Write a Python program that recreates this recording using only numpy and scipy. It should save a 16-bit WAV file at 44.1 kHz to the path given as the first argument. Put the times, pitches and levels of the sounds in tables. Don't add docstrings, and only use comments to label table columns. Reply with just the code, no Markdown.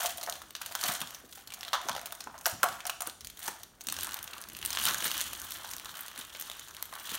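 import sys
import numpy as np
from scipy import signal
from scipy.fft import rfft, irfft, next_fast_len
from scipy.io import wavfile
from scipy.ndimage import uniform_filter1d

SR = 44100
rng = np.random.default_rng(int(sys.argv[2]) if len(sys.argv) > 2 else 0)


def rack_gain(trim_db):
    fader = np.asarray(trim_db, float)
    return 10 ** (fader / 20)


def master_out(mix):
    frames = np.transpose(np.atleast_2d(mix))
    ceiling = np.clip(frames, -1, 1)
    pcm = np.round(ceiling * 32767).astype(np.int16)
    wavfile.write(sys.argv[1], SR, pcm)


N = 316638
LAID_S = 3.85


def evened(x):
    return x / np.sqrt(np.mean(x ** 2) + 1e-20)


def read(points, hz):
    f, value = np.transpose(points)
    return np.interp(np.log(hz + 1), np.log(f + 1), value)


def add(mix, s, sound):
    part = mix[round(s * SR):][:len(sound)]
    part += sound[:len(part)]


def coloured(x, db_of_hz):
    size = next_fast_len(len(x))
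    gain = rack_gain(db_of_hz(np.fft.rfftfreq(size, 1 / SR)))
    return irfft(rfft(x, size) * gain, size)[:len(x)]


def hump(hz, centre, width):
    return np.exp(-(np.log(hz / centre + 1e-3) / width) ** 2)


def burst(db_of_hz, t60_ms, rise_ms, lumps_db, spike_db, size):
    ms = np.arange(4096) * 1000 / SR - 2
    noise, lumps = rng.standard_normal((2, 4096))
    lumps = evened(uniform_filter1d(lumps, size))
    decay = rack_gain(-60 * np.maximum(ms, 0) / max(t60_ms, 2) + lumps_db * lumps)
    creep = rack_gain(-36.0) * np.clip(ms / 2 + 1, 0, 1)
    onset = np.maximum(np.clip(ms / rise_ms, 0, 1), creep)
    spike = rack_gain(spike_db * np.exp(-(ms - rise_ms) ** 2 / 0.53 ** 2))
    x = coloured(noise, db_of_hz) * decay * onset * spike
    return x / np.sqrt(uniform_filter1d(x ** 2, 66).max())


def grains(low_hz, high_hz, per_s, spread_db, ms, width, clump_db, count):
    slow = uniform_filter1d(uniform_filter1d(rng.standard_normal(N), 300), 300)
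    clump = rack_gain(clump_db * evened(slow))
    size = rack_gain(spread_db * np.minimum(rng.exponential(1, N), 4.5))
    size = size * (rng.random(N) < clump * per_s / SR)
    kind, out = rng.integers(0, count, N), np.zeros(N)
    time_ms = np.arange(768) * 1000 / SR
    for k, centre in enumerate(np.geomspace(low_hz, high_hz, count)):
        noise = coloured(rng.standard_normal(768),
                         lambda hz: -9 * (np.log(hz / centre + 1e-3) / width) ** 2)
        step = time_ms / (ms * rng.uniform(0.049, 4.13))
        rasp = noise * step * np.exp(-step)
        rasp = rasp / np.linalg.norm(rasp) * np.sqrt(centre)
        out += signal.oaconvolve(size * (kind == k), rasp)[:N]
    return out


# (frequency [Hz], level [dB])
FILM_COLOUR = [(500, -1), (1500, 3), (3500, 1), (6000, 0.5), (9000, -0.5), (13000, -2.5), (16000, -3.5)]
# (time [s], peak level [dB], treble share [dB], resonance [Hz])
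FIRST_PULL = [(0.0054, -20, -24, 4370), (0.03, -22, -16, 6550), (0.0592, -11.5, -26, 6700),
              (0.174, -22.5, -8, 9200), (0.181, -24.5, -9, 3340), (0.2127, -23, -14, 4560),
              (0.23, -21.5, -12, 4140), (0.2348, -21.5, -12, 4200), (0.263, -24, -15, 5600),
              (0.2973, -13, -16.5, 9500), (0.3248, -18.5, -14, 3630), (0.338, -31, -6, 6000),
              (0.355, -28, -16, 3400), (0.4184, -30, -12, 3320), (0.5063, -29.5, -14, 3210),
              (0.5517, -19, -27, 2860), (0.564, -27, -20, 4600), (0.616, -20.5, -11, 2580),
              (0.6612, -19.5, -15, 6700), (0.7228, -24, -12, 4600), (0.752, -12.5, -7, 3230),
              (0.812, -18, -14, 4610), (0.8382, -11, -22, 4400), (0.876, -28, -35, 6360),
              (0.951, -19.5, -17, 3880), (0.971, -29, -10, 6270), (1.004, -20.5, -9, 4260),
              (1.0154, -15, -14, 3400), (1.0732, -27.5, -18, 3900), (1.107, -25.5, -8, 6020),
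              (1.147, -24, -25, 5830), (1.3262, -29.5, -15, 3460)]
REGRIP = [(1.3585, -34, -2, 3890), (1.3743, -38, -11, 2640), (1.474, -27, -10, 4500),
          (1.504, -28.5, -18, 3140), (1.5212, -26.5, -21, 2390), (1.5376, -23, -11, 5800),
          (1.543, -25, -8, 6150), (1.609, -23, -12, 5390), (1.631, -21, -21, 3520),
          (1.6496, -24.5, -24, 4000), (1.681, -24.5, -31, 3530), (1.6867, -27, -20, 3430),
          (1.815, -26, -16, 3500), (1.8863, -15.5, -24, 3500), (1.894, -16, -26, 3400),
          (1.915, -22.5, -33, 3320), (1.9295, -28, -19, 3950), (1.9505, -23.5, -23, 3460),
          (1.964, -22, -15, 3090), (1.977, -29, -26, 3870), (1.9942, -26, -24, 3920),
          (2.0146, -25, -19, 2700), (2.0579, -20.5, -8, 2650), (2.071, -27, -21, 3000),
          (2.1076, -32, -19, 2730), (2.123, -20.5, -9, 3600), (2.1507, -26, -9, 9520),
          (2.2052, -23, -21, 5500), (2.2397, -35, -21, 6550), (2.2408, -29, -17, 6830),
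          (2.379, -32, -23, 5840), (2.3882, -32, 0, 6780), (2.4114, -31, -12, 6400), (2.4333, -39, 7, 6060)]
TEAR = [
    (1.7317, -12, -26, 3520),
    (1.739, -20.5, -41, 5900),
    (1.748, -26.5, -50, 3460),
]
TUGS = [(2.449, -31, -14, 5000), (2.4573, -9, -25, 5230), (2.4633, -7, -7, 5460), (2.48, -19, -5, 4280),
        (2.497, -22, -4, 8000), (2.61, -38, -3, 11500), (2.631, -7.5, -9.5, 3050), (2.6411, -9.5, -3, 2800),
        (2.687, -21, -18, 4060), (2.727, -29, -29, 3600), (2.805, -23.5, -24, 2280),
        (2.8537, -20, -28, 2210), (2.867, -17, -6, 6200), (2.873, -21, -23, 7200), (2.8965, -14, -15, 2820),
        (3.006, -18.5, -8, 3180), (3.02, -16, -7, 7080), (3.0726, -15, -3, 8050), (3.0975, -24, -15, 4050),
        (3.208, -28, -16, 5300), (3.247, -23.5, -10, 4560), (3.2713, -21, -9, 6980),
        (3.2999, -29, -11, 3180), (3.372, -31, -11, 3300), (3.392, -27, -5, 4020), (3.446, -29, -7, 3500),
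        (3.479, -16, -9, 5940), (3.52, -39, -11, 3530), (3.633, -25.5, -11.5, 3700)]
LAYING = [(3.809, -26, -16, 6640), (3.8154, -29, -20, 6200), (3.8386, -31, 4, 8300),
          (3.8698, -16, -5, 5970), (3.8863, -14.5, -27, 8400), (3.8995, -19.5, -16, 3820),
          (3.9242, -13.5, -11, 9000), (3.9414, -23, -14, 3060), (3.9658, -20.5, -25, 5600),
          (3.9876, -19, -14, 2900), (4.0088, -19.5, -13, 8180), (4.033, -14, -8, 11100),
          (4.0459, -18, -9, 8550), (4.07, -20.5, -13, 2970), (4.0907, -26, -21, 3800),
          (4.1102, -26, -17, 2860), (4.1202, -24, -16, 4000), (4.1324, -24, -17, 6350),
          (4.1426, -14.5, -5, 3950), (4.1684, -26, -14, 2750), (4.189, -24.5, -14, 2970),
          (4.228, -22, -9, 12500), (4.2418, -23, -2, 3000), (4.2772, -23.5, -28, 2900),
          (4.3095, -32, -6, 4040), (4.3333, -25, -23, 2800), (4.381, -27, -17, 2940),
          (4.4148, -24, -1, 10260), (4.4228, -29, -16, 6300), (4.439, -26, -22, 2900),
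          (4.4867, -28, -11, 13400), (4.4994, -28, -17, 3920), (4.52, -35, -29, 2770),
          (4.532, -30, -4, 9000), (4.5496, -25.5, -25, 2980), (4.567, -23, -8.5, 2770),
          (4.589, -25.5, -18, 3040)]
LONG_PULL = [(4.6143, -28, -13, 2830), (4.6272, -19.5, -25, 3000), (4.65, -14.5, 2, 3040),
             (4.6603, -11, -2, 8500), (4.676, -24, -12, 3800), (4.705, -15, -16, 6460),
             (4.7296, -15.5, -19, 5200), (4.7498, -17.5, -24, 4080), (4.7724, -11.5, -37, 3100),
             (4.7863, -18, -30, 2990), (4.799, -17, -22, 2950), (4.8375, -16, -11, 9450),
             (4.853, -8, -11, 3000), (4.865, -13.5, -15, 2880), (4.871, -12.5, -27, 2760),
             (4.8834, -13, -28, 2730), (4.894, -19, -23, 2850), (4.9096, -16, -17, 2000),
             (4.9449, -12, -6, 6250), (4.9836, -19, -14, 6700), (5.005, -18, -13, 3300),
             (5.024, -19, -22, 2700), (5.0429, -12, -10, 8480), (5.057, -31, -14, 3240),
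             (5.069, -16, -19, 3070), (5.079, -17.5, -24, 6440), (5.115, -13, -14, 3600),
             (5.146, -22, -23, 4000), (5.1783, -15.5, -8, 6100), (5.207, -13, -12, 3380),
             (5.2123, -11, -6, 3400), (5.3325, -18, -11, 3200)]
PICKING = [(5.399, -23.5, -5, 6530), (5.417, -21, -5, 3000), (5.444, -32, -2, 4270),
           (5.507, -21, -10, 12400), (5.52, -20, -24, 13000), (5.5478, -30, -7, 13400),
           (5.5697, -29.5, -9, 3240), (5.648, -26.5, -21, 12200), (5.674, -30, -10, 5650),
           (5.69, -27, -16, 4030), (5.7024, -28.5, -9, 10100), (5.7123, -22, -9, 6020),
           (5.735, -20.5, -16, 6600), (5.7656, -21.5, 2, 6440), (5.7828, -25, -13, 3940),
           (5.798, -22.5, -14, 2080), (5.8467, -26, -4, 3540), (5.8566, -24.5, -23, 3860),
           (5.894, -30, -26, 3640), (5.954, -29.5, -24, 3100), (5.97, -25.5, -3, 3300),
           (5.9914, -25, 1, 2640), (6.008, -19.5, 17, 13100), (6.024, -33, -19, 3410),
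           (6.0614, -29, -4, 4070), (6.0821, -24, -14, 3220), (6.115, -31, -30, 2040),
           (6.1603, -30, -32, 3750), (6.177, -24, -21, 9590), (6.19, -21, 1, 9900),
           (6.2118, -27, -18.5, 4200), (6.25, -28.5, -13, 3360), (6.296, -35, -29, 3305)]
LAST_PICKS = [(6.3487, -25.5, -42, 2040), (6.3595, -31, -23, 3170), (6.398, -21, -10, 13600),
              (6.4104, -21, -13, 13600), (6.4232, -23, -23, 6600), (6.499, -20, -19, 3740),
              (6.515, -23, -20, 3500), (6.595, -23.5, -9, 7100), (6.684, -30, -13, 7180),
              (6.71, -31.5, -14, 6000), (6.748, -28, -5, 2860), (6.767, -25, -10, 3740),
              (6.8261, -14, -19.5, 11100), (6.8555, -28, -8, 13800), (6.926, -30, -19, 2080),
              (6.938, -25, -17, 5520), (6.9532, -25, -8, 3200), (6.9978, -28.5, -14, 13400),
              (7.0533, -40, -27, 3700), (7.0724, -29, -27, 4090), (7.093, -22, -16, 2920),
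              (7.1174, -23.5, -11, 3780), (7.146, -25.5, -19, 2980), (7.1518, -16, -10, 3160)]


def snaps():
    held_t60_ms, flat_t60_ms, tear_t60_ms = 22.3, 16.7, 68
    out = np.zeros(N)
    for creases in (FIRST_PULL, REGRIP, TEAR, TUGS, LAYING, LONG_PULL, PICKING, LAST_PICKS):
        for s, db, treble_db, centre in creases:
            t60_ms = held_t60_ms if s < LAID_S else flat_t60_ms
            if creases is TEAR:
                t60_ms = tear_t60_ms

            def colour(hz):
                tilt = 0.35 * (treble_db + 12.0) * np.tanh(np.log(hz / 7000 + 1e-3) / 0.31)
                resonance = 7 * np.exp(-(np.log(hz / centre + 0.0011) / 0.11) ** 2)
                bass_loss = 4.2 * np.maximum(np.log(1.25 * centre / (hz + 1)), 0)
                return read(FILM_COLOUR, hz) + tilt + resonance - bass_loss

            fall_ms, rise_ms = t60_ms * rng.uniform(0.64, 1.92), rng.uniform(0.13, 0.21)
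            snap = burst(colour, fall_ms, rise_ms, lumps_db=3.2, spike_db=6.1, size=30)
            add(out, max(s - 0.002, 0), rack_gain(db) * snap)
    return rack_gain(-10.5) * out


# (frequency [Hz], level [dB])
SHEET_COLOUR = [(250, -23), (540, -0.5), (680, -3.5), (1000, -2.5), (1500, -3), (2000, -11), (4000, -26.5)]
# (time [s], peak level [dB], centre [Hz], ring t60 [ms])
HELD_POPS = [(0.002, -31.5, 742, 120), (0.043, -27, 709, 45), (0.049, -21, 717, 54), (0.18, -37.5, 693, 77),
             (0.212, -32.5, 1500, 34), (0.233, -31, 720, 22), (0.273, -24, 705, 34),
             (0.287, -24.5, 648, 23), (0.417, -32, 1430, 9.7), (0.551, -35.5, 1580, 21),
             (0.614, -28.5, 1420, 61), (0.712, -33, 765, 49), (0.752, -21, 942, 26),
             (0.831, -23.5, 1280, 26), (0.845, -26, 708, 27), (0.88, -28.5, 720, 59),
             (0.898, -25, 1470, 48), (1.02, -26.5, 1186, 42), (1.373, -36.5, 784, 32),
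             (1.7313, -13.5, 1015, 103), (1.888, -18, 1020, 7.9), (1.893, -20, 1035, 35),
             (1.915, -33, 920, 12), (1.951, -24.5, 750, 17), (1.964, -23, 830, 8.1), (1.98, -26.5, 810, 16),
             (2.126, -28, 1280, 26), (2.272, -25, 1006, 35), (2.342, -34.5, 1047, 150),
             (2.458, -18, 1180, 7.7), (2.4642, -16, 699, 26), (2.632, -7, 1340, 15), (2.636, -12, 1079, 51),
             (2.64, -12.5, 732, 41), (2.661, -22, 870, 27), (2.854, -27, 720, 67), (2.896, -20, 1260, 40),
             (3.007, -34, 727, 93), (3.02, -26, 1170, 33), (3.481, -21, 1020, 27)]
# (time [s], peak level [dB], centre [Hz], ring t60 [ms])
FLAT_POPS = [
    (3.925, -28.5, 1270, 15),
    (4.365, -36, 1240, 90),
    (4.87, -25, 1426, 220),
    (4.946, -21, 1590, 8.4),
    (5.024, -32, 1670, 180),
    (5.644, -30.5, 963, 80),
    (6.927, -31, 1088, 30),
    (7.146, -27.5, 1540, 27),
]


def pops():
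    out, t = np.zeros(N), np.arange(4096) / SR
    for s, db, centre, t60_ms in [*HELD_POPS, *FLAT_POPS]:
        def colour(hz):
            mode = (7 - 2.0 * np.log2(centre / 1000)) * hump(hz, centre, 0.21)
            bass_loss = 45 * np.maximum(np.log(0.64 * centre / (hz + 1)), 0)
            return read(SHEET_COLOUR, hz) + mode - bass_loss

        pop = burst(colour, t60_ms, rise_ms=0.28, lumps_db=6.65, spike_db=3.1, size=120)
        add(out, max(s - 0.002, 0), rack_gain(db) * pop)
        fade = np.minimum(t / 0.0025, 1) * rack_gain(-60 * t * 1000 / (3.3 * t60_ms))
        ring_db = db - 16 * np.log2(centre / 700) - 2.5
        add(out, s, rack_gain(ring_db) * np.sin(2 * np.pi * centre * t) * fade)
    return rack_gain(-8.0) * out


# (time of hardest pull [s], crackle level [dB], length [s], sheet share [dB])
STROKES = [(0.044, -27.5, 0.19, -9.5), (.33, -50.5, 0.5, -2), (0.69, -45.5, 0.25, -6.5),
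           (0.893, -27.5, 0.21, -8), (1.096, -46.5, 0.34, -4.5), (1.364, -44.5, 0.15, -41),
           (1.647, -51.5, 0.32, 3), (1.854, -47.5, 0.13, 6), (2.096, -56.5, 1, 4),
           (2.513, -39.5, 0.11, -34), (2.724, -49, 0.39, 5), (3.073, -40, 0.039, 6),
           (3.463, -33.5, 0.13, -10), (3.588, -49.5, 0.13, -4), (4.028, -38, 0.26, -6.5),
           (4.19, -64.5, 0.39, 20.5), (4.39, -53.5, 0.34, 6.5), (4.718, -42.5, 0.29, -2.5),
           (4.883, -26.5, 0.27, -7), (5.056, -30.5, 0.059, -0.5), (5.178, -33, 0.39, -6),
           (5.556, -41.5, 0.69, -4.5), (5.998, -46, 0.37, 2), (6.204, -43, 0.074, 2),
           (6.46, -44.5, 0.81, -6), (6.8, -55, 0.26, 2), (6.967, -62.5, 0.11, 15.5),
           (7.139, -36, 0.35, -6.5)]


def strokes():
    rest_db, fall_db, swell_share = -63, -17, 0.56
    t = np.arange(0, N + 64, 64) / SR
    film, sheet = rack_gain(rest_db), rack_gain(rest_db)
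    for s, db, length, sheet_db in STROKES:
        before, after = (s - t) / (swell_share * length), (t - s) / ((1 - swell_share) * length)
        away = np.maximum(before, after) ** 1.5
        film = film + rack_gain(db + fall_db * away)
        sheet = sheet + rack_gain(db + sheet_db + fall_db * away)
    return [np.interp(np.arange(N) / SR, t, level) for level in (film, sheet)]


def table_echo(film):
    wide = np.clip(0.5 + evened(uniform_filter1d(rng.standard_normal(N), 1500)), 0, 1)
    low, high = (coloured(film, lambda hz: -220 * np.log(hz / gap_hz + 1e-3) ** 2 - 2.5)
                 for gap_hz in (2900, 3750))
    return (np.arange(N) > LAID_S * SR) * (wide * low + (1 - wide) * high)


def crackle():
    film_level, sheet_level = strokes()
    film = grains(1440, 20000, per_s=1000, spread_db=3.2, ms=0.28, width=0.7, clump_db=6.5, count=16)
    crinkles = grains(2000, 20000, per_s=200, spread_db=2.3, ms=0.78, width=0.73, clump_db=5.0, count=12)
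    sheet = grains(1880, 2600, per_s=500, spread_db=3.2, ms=0.49, width=0.99, clump_db=2.5, count=10)
    drum = grains(665.0, 768, per_s=62, spread_db=3.4, ms=14.0, width=0.037, clump_db=5.0, count=5)
    film, crinkles = (evened(coloured(x, lambda hz: read(FILM_COLOUR, hz))) for x in (film, crinkles))
    sheet = evened(coloured(sheet, lambda hz: read(SHEET_COLOUR, hz)))
    drum = evened(drum * (np.arange(N) < LAID_S * SR))
    film = film + rack_gain(-2) * crinkles
    film = film + table_echo(film)
    return rack_gain(-7.0) * (film_level * film + sheet_level * (sheet + rack_gain(-8.0) * drum))


# (time [s], peak level [dB], centre [Hz])
BUMPS = [(0.836, -39.5, 227), (0.884, -35.5, 190), (1.005, -38.5, 170), (1.232, -43, 294),
         (1.848, -38.5, 297), (1.901, -42, 160), (2.264, -40, 296), (2.525, -38.5, 133), (2.629, -35, 298),
         (2.69, -44, 140), (3.066, -37, 333), (3.224, -50, 74), (3.474, -37.5, 247), (3.87, -41, 138),
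         (4.475, -49, 140), (4.844, -37, 145), (4.901, -38, 220), (5.019, -38, 378), (5.056, -35, 266),
         (6.181, -45, 218), (7.115, -40, 241)]


def bumps():
    turns, rise_ms = 44.3, 6.8
    out, t = np.zeros(N), np.arange(SR // 3) / SR
    for s, db, centre in BUMPS:
        shake = rng.standard_normal(len(t))
        thud = evened(coloured(shake, lambda hz: -7 * (np.log(hz / centre + 1e-3) / 0.71) ** 2))
        fall = rack_gain(db - 7.5 - 60 * t * centre / turns)
        add(out, s, fall * np.minimum(t * 1000 / rise_ms, 1) * thud)
    return out


# (frequency [Hz], level [dB])
TABLE_COLOUR = [(28, -29), (48, -10), (80, -2.5), (130, -17.5), (210, -13.5), (330, -11), (600, -32.5)]
# (time [s], level [dB])
LEAN = [
    (0, -64.5),
    (3.55, -72),
    (3.8, -72),
    (4.0, -54),
    (4.44, -71),
    (4.5, -54.5),
    (5.5, -58),
    (6.0, -67.5),
]


def leaning():
    noise, lumps = rng.standard_normal((2, N))
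    lumps = evened(uniform_filter1d(uniform_filter1d(lumps, 900), 900))
    s, db = np.transpose(LEAN)
    level = rack_gain(np.interp(np.arange(N) / SR, s, db))
    return level * evened(coloured(noise, lambda hz: read(TABLE_COLOUR, hz)) * rack_gain(2.3 * lumps))


# (frequency [Hz], t60 [s])
ROOM = [(400, 0.36), (1060, 0.35), (7400, 0.55), (15000, 0.35)]
# (delay [ms], level [dB])
WALLS = [
    (4.6, -21.5),
]


def room(x, count=3):
    out, turn = np.zeros(N), 2 * np.pi * np.arange(N) / SR * 40.0
    at = np.arange(300, SR // 2 - 20, 20)
    for k in range(count):
        taps = np.zeros(SR // 2)
        taps[at + rng.integers(0, 20, len(at))] = rng.choice([-1., 1.], len(at))
        hz, t, z = signal.stft(taps, SR, nperseg=256)
        fade_db = -60 * t / read(ROOM, hz)[:, None] - 4.3 * np.log2(1 + hz[:, None] / 5000)
        tail = signal.istft(z * rack_gain(fade_db), SR, nperseg=256)[1]
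        tail = tail * rack_gain(-10.5) / np.linalg.norm(tail)
        share = np.sqrt(2 / count) * np.cos(turn + np.pi * k / count)
        out += signal.oaconvolve(x * share, tail)[:N]
    return out + sum(rack_gain(db) * np.roll(x, round(ms * SR / 1000)) for ms, db in WALLS)


# (frequency [Hz], level [dB per Hz])
AIR_COLOUR = [(18, -53), (30, 1), (70, -1), (314, -5.5), (455, -6.5), (2400, -28), (14800, -65),
              (16500, -15)]


def air():
    return rack_gain(-62.5) * evened(coloured(rng.standard_normal(N), lambda hz: read(AIR_COLOUR, hz)))


# (frequency [Hz], width [Hz], depth [dB])
DIPS = [(484, 50, -6), (2260, 740, -3.5), (5000, 1080, -3.5), (7680, 1100, -3.5), (10480, 960, -3.5)]


def scene():
    plastic = coloured(snaps() + pops() + crackle(), lambda hz: -14 * np.clip((520 - hz) / 200, 0, 1))
    heard = coloured(plastic + room(plastic),
                     lambda hz: sum(db * np.exp(-(2 * (hz - f) / w) ** 2) for f, w, db in DIPS))
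    floor = coloured(bumps() + leaning() + air(), lambda hz: -18 * np.clip((42 - hz) / 20, 0, 1))
    return (heard + floor)[None]


def low_pass(x):
    return signal.sosfilt(signal.butter(12, 16980, fs=SR, output="sos"), x)


def record(dry):
    wide, narrow = (coloured(dry[0], lambda hz: -80. * (hz > edge_hz)) for edge_hz in (16600, 15800))
    power = uniform_filter1d(wide ** 2, 128)
    attack = power > rack_gain(28) * np.roll(uniform_filter1d(power, 1024), 600)
    opened = np.minimum(30 * uniform_filter1d(uniform_filter1d(1. * attack, 300), 150), 0.6)
    mix = narrow + opened * (wide - narrow)
    return low_pass(mix[None])


dry = scene()
out = record(dry)
master_out(out)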